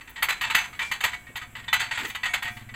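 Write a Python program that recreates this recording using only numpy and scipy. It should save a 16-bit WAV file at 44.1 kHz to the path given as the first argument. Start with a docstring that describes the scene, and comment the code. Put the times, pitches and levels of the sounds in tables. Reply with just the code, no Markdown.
"""Wrench on a pipe in a pit

A wrench clanks and ratchets on a steel pipe down in an earth pit, heard from the rim.
Each blow is a short burst of rattling noise plus decaying rings of the pipe; soil scuffs and thin
scrapes come between. Far off, puffs ring the exhaust of a one-cylinder engine that changes speed.
Narrow-band noise makes insects hiss near 7.7 kHz, over a quiet outdoor floor of coloured noise."""
import sys
import numpy as np
from scipy import signal
from scipy.fft import rfft, irfft
from scipy.io import wavfile
from scipy.ndimage import uniform_filter1d

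SR = 44100
rng = np.random.default_rng(int(sys.argv[2]) if len(sys.argv) > 2 else 0)


def convert_level_to_amplitude(level_db):
    """Map a level in decibels to its linear amplitude factor."""
    exponent = np.asarray(level_db, float) / 20
    return 10 ** exponent


def persist_wave(psi):
    """Save psi, clipped to +-1, as 16-bit WAV."""
    counts = np.round(np.clip(psi, -1, 1) * 32767).astype(np.int16)
    wavfile.write(sys.argv[1], SR, np.atleast_2d(counts).T)


N = 121275  # samples in the scene


def table_gain(points, hz):
    """Gain at the given frequencies, read between (Hz, dB) points on a log frequency scale."""
    p = np.array(points, float)
    return convert_level_to_amplitude(np.interp(np.log(hz + 1), np.log(p[:, 0]), p[:, 1]))


def unit(x):
    """Scale to rms 1."""
    return x / np.sqrt(np.mean(x ** 2))


def colour(x, points):
    """Filter by a (Hz, dB) spectrum without sounding early; unit gain for white noise."""
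    log_gain = np.log(table_gain(points, np.arange(N // 2 + 1) * SR / N))
    # folding the cepstrum forward in time gives the minimum-phase filter
    cepstrum = irfft(log_gain, N)
    cepstrum[1:N // 2] *= 2
    cepstrum[N // 2 + 1:] = 0
    gain = np.exp(rfft(cepstrum))
    return irfft(rfft(x) * gain, N) / np.sqrt(np.mean(abs(gain) ** 2))


def band(x, hz, width):
    """Band-pass; rms 1."""
    edges = [hz - width / 2, hz + width / 2]
    return unit(signal.sosfilt(signal.butter(2, edges, "band", fs=SR, output="sos"), x))


def walk(rate):
    """Random levels held 1 / rate s and smoothed twice."""
    k = int(SR / rate)
    steps = np.repeat(rng.standard_normal(N // k + 1), k)
    return unit(uniform_filter1d(uniform_filter1d(steps, k), k)[:N])


def ring(x, hz, t60):
    """One decaying resonance driven by x."""
    r = np.exp(-np.log(1000) / (max(t60, .01) * SR))
    w = 2 * np.pi * hz / SR
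    return signal.lfilter([0, r * np.sin(w)], [1, -2 * r * np.cos(w), r * r], x)


def add(out, start_s, x):
    """Mix x into out from start_s on."""
    i = max(int(start_s * SR), 0)
    out[i:i + len(x)] += x[:N - i]


def shape(t, hold, t60):
    """Envelope of a blow: quick attack, hold, exponential decay."""
    attack = 1 - np.exp(-np.maximum(t, 0) / 0.00087)
    return attack * convert_level_to_amplitude(-60 * np.maximum(t - hold, 0) / max(t60, .03))


def clang(t, hz, db, t60, turn):
    """A set of modes struck at t = 0, each a fading sine; turn is the phase in cycles."""
    fade = convert_level_to_amplitude(db[:, None] - 60 * t / np.maximum(t60, .02)[:, None])
    waves = fade * np.sin(2 * np.pi * (np.outer(hz, t) + turn[:, None]))
    return (1 - np.exp(-t / 0.0018)) * waves.sum(axis=0)


def rattle(ticks_db):
    """Dense uneven contacts of jaw on steel over a smear of their echoes, drawn as noise."""
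    hits = rng.random(N) < 500 / SR  # about 500 contacts per second
    ticks = hits * convert_level_to_amplitude(1.5 * rng.standard_normal(N)) * rng.choice([-1, 1], N)
    return unit(rng.standard_normal(N) + convert_level_to_amplitude(ticks_db) * unit(ticks))


def wrench():
    """Every blow rattles the jaw and rings the steel; the rings waver a little together."""
    rings = pipe_rings() + small_rings() + singing()
    return clatter() + rings * convert_level_to_amplitude(1.5 * walk(40.12))


LEAD_S = 0.0011  # the sound of a blow starts this much before its listed time
# Blows of the wrench, levels before the layer gains: t/s, level/dB, treble/dB and top/dB relative to
# level, two loudest rings f/Hz and f/Hz, rattle hold/s, decay t60/s, lift of those rings/dB
BLOWS = [(0.009, -34.5, -20, -33, 1900, 2650, 0.0064, 0.077, 7),
         (0.076, -32.5, -23, -34, 1880, 2470, 0.0091, 0.13, 7),
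         (0.145, -66, -25, -35, 1610, 2650, 0.0088, 0.14, 7),
         (0.16, -26.5, -39, -37, 1970, 2270, 0.016, 0.1, 8.3),
         (0.179, -28.5, -39, -58, 1890, 2240, 0.0074, 0.068, 13),
         (0.224, -10.5, -24, -12.5, 2150, 3170, 0.01, 0.18, 7),
         (0.286, -7.5, -25, -20.5, 1930, 2350, 0.0061, 0.22, 4.8),
         (0.411, -13.5, -25, -22, 1910, 2920, 0.018, 0.14, 9.2),
         (0.438, -13.5, -34, -34, 1880, 2640, 0.0061, 0.2, 7),
         (0.5, -13.5, -24, -25.5, 1300, 2230, 0.0087, 0.14, 5.1),
         (0.548, -5, -21.5, -19.5, 2030, 2500, 0.0069, 0.14, 7),
         (0.581, -15.5, -24, -24, 902, 2240, 0.022, 0.25, 4.6),
         (0.64, -26, -20, -28, 1850, 2240, 0.0096, 0.17, 6.2),
         (0.729, -33.5, -26, -35, 1230, 2250, 0.0063, 0.099, 16),
         (0.75, -36, -30, -28, 1960, 2260, 0.012, 0.12, 7.7),
         (0.792, -14.5, -23.5, -23.5, 1460, 2240, 0.011, 0.12, 10.4),
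         (0.816, -20, -20, -34, 2050, 2360, 0.015, 0.27, 4.8),
         (0.914, -12.5, -20, -22, 1980, 2760, 0.012, 0.18, 3.7),
         (1.006, -16.5, -16.5, -23, 1980, 2230, 0.016, 0.14, 7),
         (1.038, -7, -26, -24, 1943, 2640, 0.0051, 0.25, 5.3),
         (1.132, -24.5, -23, -28, 1970, 2230, 0.014, 0.15, 14),
         (1.268, -35.5, -39, -38, 1810, 2230, 0.0083, 0.079, 14),
         (1.357, -18.5, -22, -19, 1980, 2150, 0.013, 0.15, 5.2),
         (1.415, -26, -24, -27, 1990, 2230, 0.0068, 0.14, 10.4),
         (1.553, -26.5, -45, -29, 1970, 2960, 0.017, 0.24, 13.4),
         (1.589, -36, -33, -21, 1870, 2240, 0.0093, 0.11, 16),
         (1.642, -36, -34, -25, 1870, 2220, 0.0092, 0.1, 8.9),
         (1.681, -21, -49, -36, 1880, 3530, 0.0075, 0.067, 9.8),
         (1.729, -7, -24, -19.5, 1980, 2940, 0.016, 0.13, 11.1),
         (1.795, -14, -18, -25, 1990, 2240, 0.0074, 0.12, 4.2),
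         (1.817, -17, -29, -29, 1920, 2770, 0.016, 0.25, 2.8),
         (1.911, -15.5, -23, -34, 1870, 3140, 0.028, 0.27, 7.8),
         (1.975, -15.5, -26, -28, 1870, 2250, 0.036, 0.33, 6.3),
         (2.049, -21.5, -19.5, -26, 1820, 2470, 0.011, 0.16, 4.2),
         (2.099, -24.5, -18, -20, 1970, 2370, 0.0082, 0.14, 7),
         (2.149, -20.5, -22, -24, 1960, 2960, 0.013, 0.11, 11),
         (2.233, -15.5, -28, -24, 1950, 2710, 0.024, 0.17, 6.5),
         (2.256, -16.5, -23, -37, 1920, 2960, 0.013, 0.14, 10.3),
         (2.291, -31.5, -9, -26, 1890, 2240, 0.018, 0.26, 7),
         (2.336, -11.5, -22, -23, 1810, 3030, 0.012, 0.13, 3.6),
         (2.424, -16.5, -25, -18.5, 1870, 2230, 0.0061, 0.14, 9.1),
         (2.455, -21, -28, -24, 1850, 2230, 0.0066, 0.11, 10.4),
         (2.478, -25.5, -27, -29, 1980, 2240, 0.012, 0.14, 12),
         (2.568, -33, -20, -22, 1970, 2210, 0.016, 0.24, 7),
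         (2.607, -37.5, -22, -20, 1440, 2360, 0.0087, 0.13, 6.4),
         (2.69, -36.5, -39, -34, 1980, 2240, 0.014, 0.091, 16),
         (2.74, -27.5, -41, -33, 1920, 2170, 0.012, 0.14, 9.8)]
# Colour of the clatter's body: f/Hz, level/dB per Hz
BODY_COLOUR = [(150, -19), (250, -26.5), (548, -19), (873, -9.5), (1490, -4.5), (1990, 0), (3520, -8),
               (4250, -14), (4600, -15), (5320, -26.5), (6000, -31.5), (7800, -12), (13200, -120)]
# Colour of the clatter's treble: f/Hz, level/dB per Hz
TREBLE_COLOUR = [(3410, -44), (5800, -22), (6430, 5), (7590, -5), (9420, -5.5), (10000, -7), (13000, -30),
                 (22000, -120)]
# Colour of the clatter's highest layer: f/Hz, level/dB per Hz
TOP_COLOUR = [(5590, -36), (9500, -9), (12800, -2.5), (14100, -3), (14900, 0.5), (16000, -22)]


def clatter():
    """Each blow gates rattling noise in three layers; treble and top start late, top fades sooner."""
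    body, treble, top = np.zeros((3, N))  # power over time
    t = np.arange(SR // 3) / SR
    late = t - 0.0024
    for s, db, treble_db, top_db, _, _, hold, t60, _ in BLOWS:
        s = s - LEAD_S
        add(body, s, (convert_level_to_amplitude(db) * shape(t, hold, t60)) ** 2)
        add(treble, s, (convert_level_to_amplitude(db + treble_db) * shape(late, hold, t60)) ** 2)
        add(top, s, (convert_level_to_amplitude(db + top_db) * shape(late, hold * 0.63, t60 * 0.63)) ** 2)
    lumps = convert_level_to_amplitude(2.5 * walk(150))  # fast uneven level shared by the layers
    out = np.zeros(N)
    # layer level dB, power, colour, level of ticks against noise dB
    for db, power, points, ticks_db in ((-14.5, body, BODY_COLOUR, -6.5),
                                        (-10, treble, TREBLE_COLOUR, -4.5),
                                        (-5.5, top, TOP_COLOUR, -4.5)):
        out += convert_level_to_amplitude(db) * colour(lumps * np.sqrt(power) * rattle(ticks_db), points)
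    return out


# Pitches of the pipe's modes: f/Hz
PIPE_HZ = [720, 903, 991, 1251, 1459, 1587, 1873, 1975, 2233, 2356, 2485, 2642, 2944, 3026, 3170, 3400,
           3522, 3680, 4031, 4490, 5650, 6200, 6290]
# The same modes in the same order: level/dB relative to the blow's ring level, t60/s
PIPE_MODES = [(-26, 0.54), (-9.5, 0.19), (-16.5, 0.34), (-6, 0.12), (-19.5, 0.31), (-17.5, 0.44),
              (-2.5, .18), (-0.5, 0.12), (-10.5, 0.32), (-12, 0.37), (-19.5, 0.41), (-6, 0.21), (-9, 0.12),
              (-7.5, 0.15), (-11.5, .15), (-16, 0.38), (-10.5, 0.19), (-6, 0.088), (-15.5, 0.3),
              (-11.5, 0.19), (-46, 0.6), (-20, 0.3), (-27, 0.3)]


def pipe_rings():
    """Each blow strikes the pipe's modes unevenly and lifts the two nearest its loudest rings."""
    out = np.zeros(N)
    t, hz = np.arange(SR // 3) / SR, np.array(PIPE_HZ, float)
    mode_db, mode_t60 = np.array(PIPE_MODES).T
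    for s, db, _, _, low_hz, high_hz, _, _, lift_db in BLOWS:
        strike_db = 4 * rng.standard_normal(len(hz))
        loudest = [np.argmin(abs(hz - low_hz)), np.argmin(abs(hz - high_hz))]
        strike_db[loudest] = lift_db
        level_db = db - 15.5 + mode_db + strike_db
        add(out, s - LEAD_S, clang(t, hz, level_db, mode_t60, rng.random(len(hz))))
    return out


def small_rings():
    """Each blow also rings 60 small modes of its own, placed at random and coloured like the clatter."""
    out = np.zeros(N)
    t = np.arange(SR // 6) / SR
    for s, db, treble_db, *_ in BLOWS:
        place, size, length, turn = rng.random((4, 60))
        hz = 700 * 16 ** place
        tint = table_gain(BODY_COLOUR, hz) + convert_level_to_amplitude(treble_db - 9) * table_gain(TREBLE_COLOUR, hz)
        level_db = db - 22.5 + 6 * (size - .5) + 20 * np.log10(tint)
        add(out, s - LEAD_S, clang(t, hz, level_db, 0.18 * (.5 + length), turn))
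    return out


# Contacts that leave one mode singing (the pipe mode nearest in pitch): t/s, level/dB, f/Hz
SINGING = [(.226, -30, 3680), (.29, -29, 4031), (.45, -35, 3522), (.812, -27, 2356), (.925, -35, 4490),
           (1.045, -25, 2642), (1.1, -47, 720), (1.683, -32, 3522), (1.731, -33, 4490), (2.29, -33, 2233),
           (2.3, -46, 720), (2.44, -45, 720)]


def singing():
    """Each contact rings a single mode of the pipe, with that mode's own decay."""
    out = np.zeros(N)
    t, hz = np.arange(SR // 3) / SR, np.array(PIPE_HZ, float)
    mode_t60 = np.array(PIPE_MODES)[:, 1]
    for s, db, sing_hz in SINGING:
        k = [np.argmin(abs(hz - sing_hz))]
        add(out, s, clang(t, hz[k], np.array([db]), mode_t60[k], rng.random(1)))
    return out


# When and how long each scuff sounds: start t/s, length/s
SCUFF_SPANS = [(1.995, .05), (2.04, .065), (1.99, .115), (1.29, .025), (.092, .025), (.09, .03),
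               (1.99, .16), (2.45, .18), (.8, .12), (2.07, .04)]
# Dull scuffs in the soil, thin scrapes and a tick, in the same order:
# level/dB before the fade in and out, f/Hz, width/Hz, grit (ticks against noise)/dB
SCUFFS = [(-43.5, 245, 59, -15), (-45, 223, 73, -12), (-46.5, 360, 210, -6), (-49, 350, 210, -5),
          (-49, 15000, 2600, -6), (-58, 11200, 500, -9), (-50.5, 11000, 12000, 0),
          (-55.5, 12000, 16000, -8), (-48.5, 4500, 6300, -3), (-45, 15000, 1400, -9)]


def scuffs():
    """Short uneven bursts of gritty noise, each in one band."""
    out = np.zeros(N)
    for (s, length), (db, hz, width, grit_db) in zip(SCUFF_SPANS, SCUFFS):
        n = int(length * SR)
        grit = band(rattle(grit_db)[:SR // 2], hz, width)
        burst = unit(grit[-n:])  # the end, where the filter has settled
        add(out, s, convert_level_to_amplitude(db) * np.sqrt(np.hanning(n)) * burst)
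    return out


# How the engine turns, read between rows: t/s, firings so far
CRANK = [(-.05, -1), (.03, 0), (.27, 3), (.468, 5), (.623, 7), (.914, 10), (1.061, 12), (1.226, 14),
         (1.428, 17), (1.539, 19), (1.877, 26), (2.044, 29), (2.375, 34), (2.456, 35), (2.572, 37),
         (2.779, 41)]
# How hard it works: t/s, level/dB of a firing pulse before smoothing and ringing,
# load/dB (lifts the exhaust rings above 100 Hz)
ENGINE = [(0, -48, -19), (.19, -50, -9), (.33, -63, 4), (.47, -42, -4), (.55, -52, -12), (.62, -46, -5),
          (.8, -49, -9), (.915, -41.5, -4), (.99, -49, -5), (1.06, -43, -9), (1.14, -50, -2),
          (1.23, -41, -8), (1.43, -41, -5.5), (1.6, -45, -1), (1.85, -49.5, 6), (2.05, -44.5, -0.5),
          (2.2, -44, -7), (2.37, -46, -1.5), (2.47, -41.5, 3), (2.75, -43.5, 5)]
# Resonances of the exhaust: f/Hz, level/dB as gain on the puffs, t60/s
EXHAUST = [(45, -34, 0.044), (80.6, 1, 0.087), (112.7, -2, 0.088), (221.5, -9, 0.073)]


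def engine():
    """A soft puff per firing rings the exhaust; its return along the pipe and load feed the upper rings."""
    crank, (at, level, load) = np.array(CRANK), np.array(ENGINE).T
    times = np.interp(np.arange(crank[-1, 1]), crank[:, 1], crank[:, 0]) - 0.00916  # s, a little early
    firing_db = np.interp(times, at, level) + 0.5 * rng.standard_normal(len(times))
    pulses = np.zeros(N)
    pulses[(times * SR).astype(int)] = convert_level_to_amplitude(firing_db)
    puffs = uniform_filter1d(pulses, int(0.0012 * SR))
    slow_puffs = uniform_filter1d(puffs, int(0.0044 * SR))
    echoed = puffs + convert_level_to_amplitude(2.5) * np.roll(puffs, int(0.0088 * SR))  # returns after 8.8 ms
    loaded = echoed * convert_level_to_amplitude(np.interp(np.arange(N) / SR, at, load))
    out = np.zeros(N)
    for hz, db, t60 in EXHAUST:
        out += convert_level_to_amplitude(db) * ring(loaded if hz > 100 else slow_puffs, hz, t60)
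    return out


def insects():
    """Narrow-band noise whose level drifts and flickers."""
    level_db = -64.5 + 1.4 * walk(3.87) + 1.2 * walk(59.94)
    return convert_level_to_amplitude(level_db) * band(rng.standard_normal(N), 7710, 580)  # centre and width, Hz


# Colour of the outdoor floor: f/Hz, level/dB per Hz
FLOOR_COLOUR = [(12, -38), (25, -10), (40, -4.5), (70, -7.5), (110, -11), (170, -14), (250, -14),
                (400, -22), (616, -23), (1020, -22), (2000, -18), (3140, -25.5), (4300, -40), (5600, -42),
                (6300, -35), (8890, -34), (15200, -34), (16500, -47)]


def outdoor_floor():
    """Soft coloured noise that swells slowly."""
    return convert_level_to_amplitude(-52 + 1.2 * walk(2.38)) * colour(rng.standard_normal(N), FLOOR_COLOUR)


def scene():
    """Wrench, scuffs, engine, insects and outdoor floor together, in one channel."""
    return (wrench() + scuffs() + engine() + insects() + outdoor_floor())[None]


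def top_cut(x):
    """Nothing passes above the cut-off."""
    return signal.sosfilt(signal.butter(12, 16820, fs=SR, output="sos"), x)


def record(dry):
    """The phone cuts the top steeply above 16 kHz."""
    low_pass = signal.ellip(8, .2, 60, 16000, fs=SR, output="sos")
    mix = signal.sosfilt(low_pass, dry)
    return top_cut(mix)


dry = scene()
out = record(dry)
persist_wave(out)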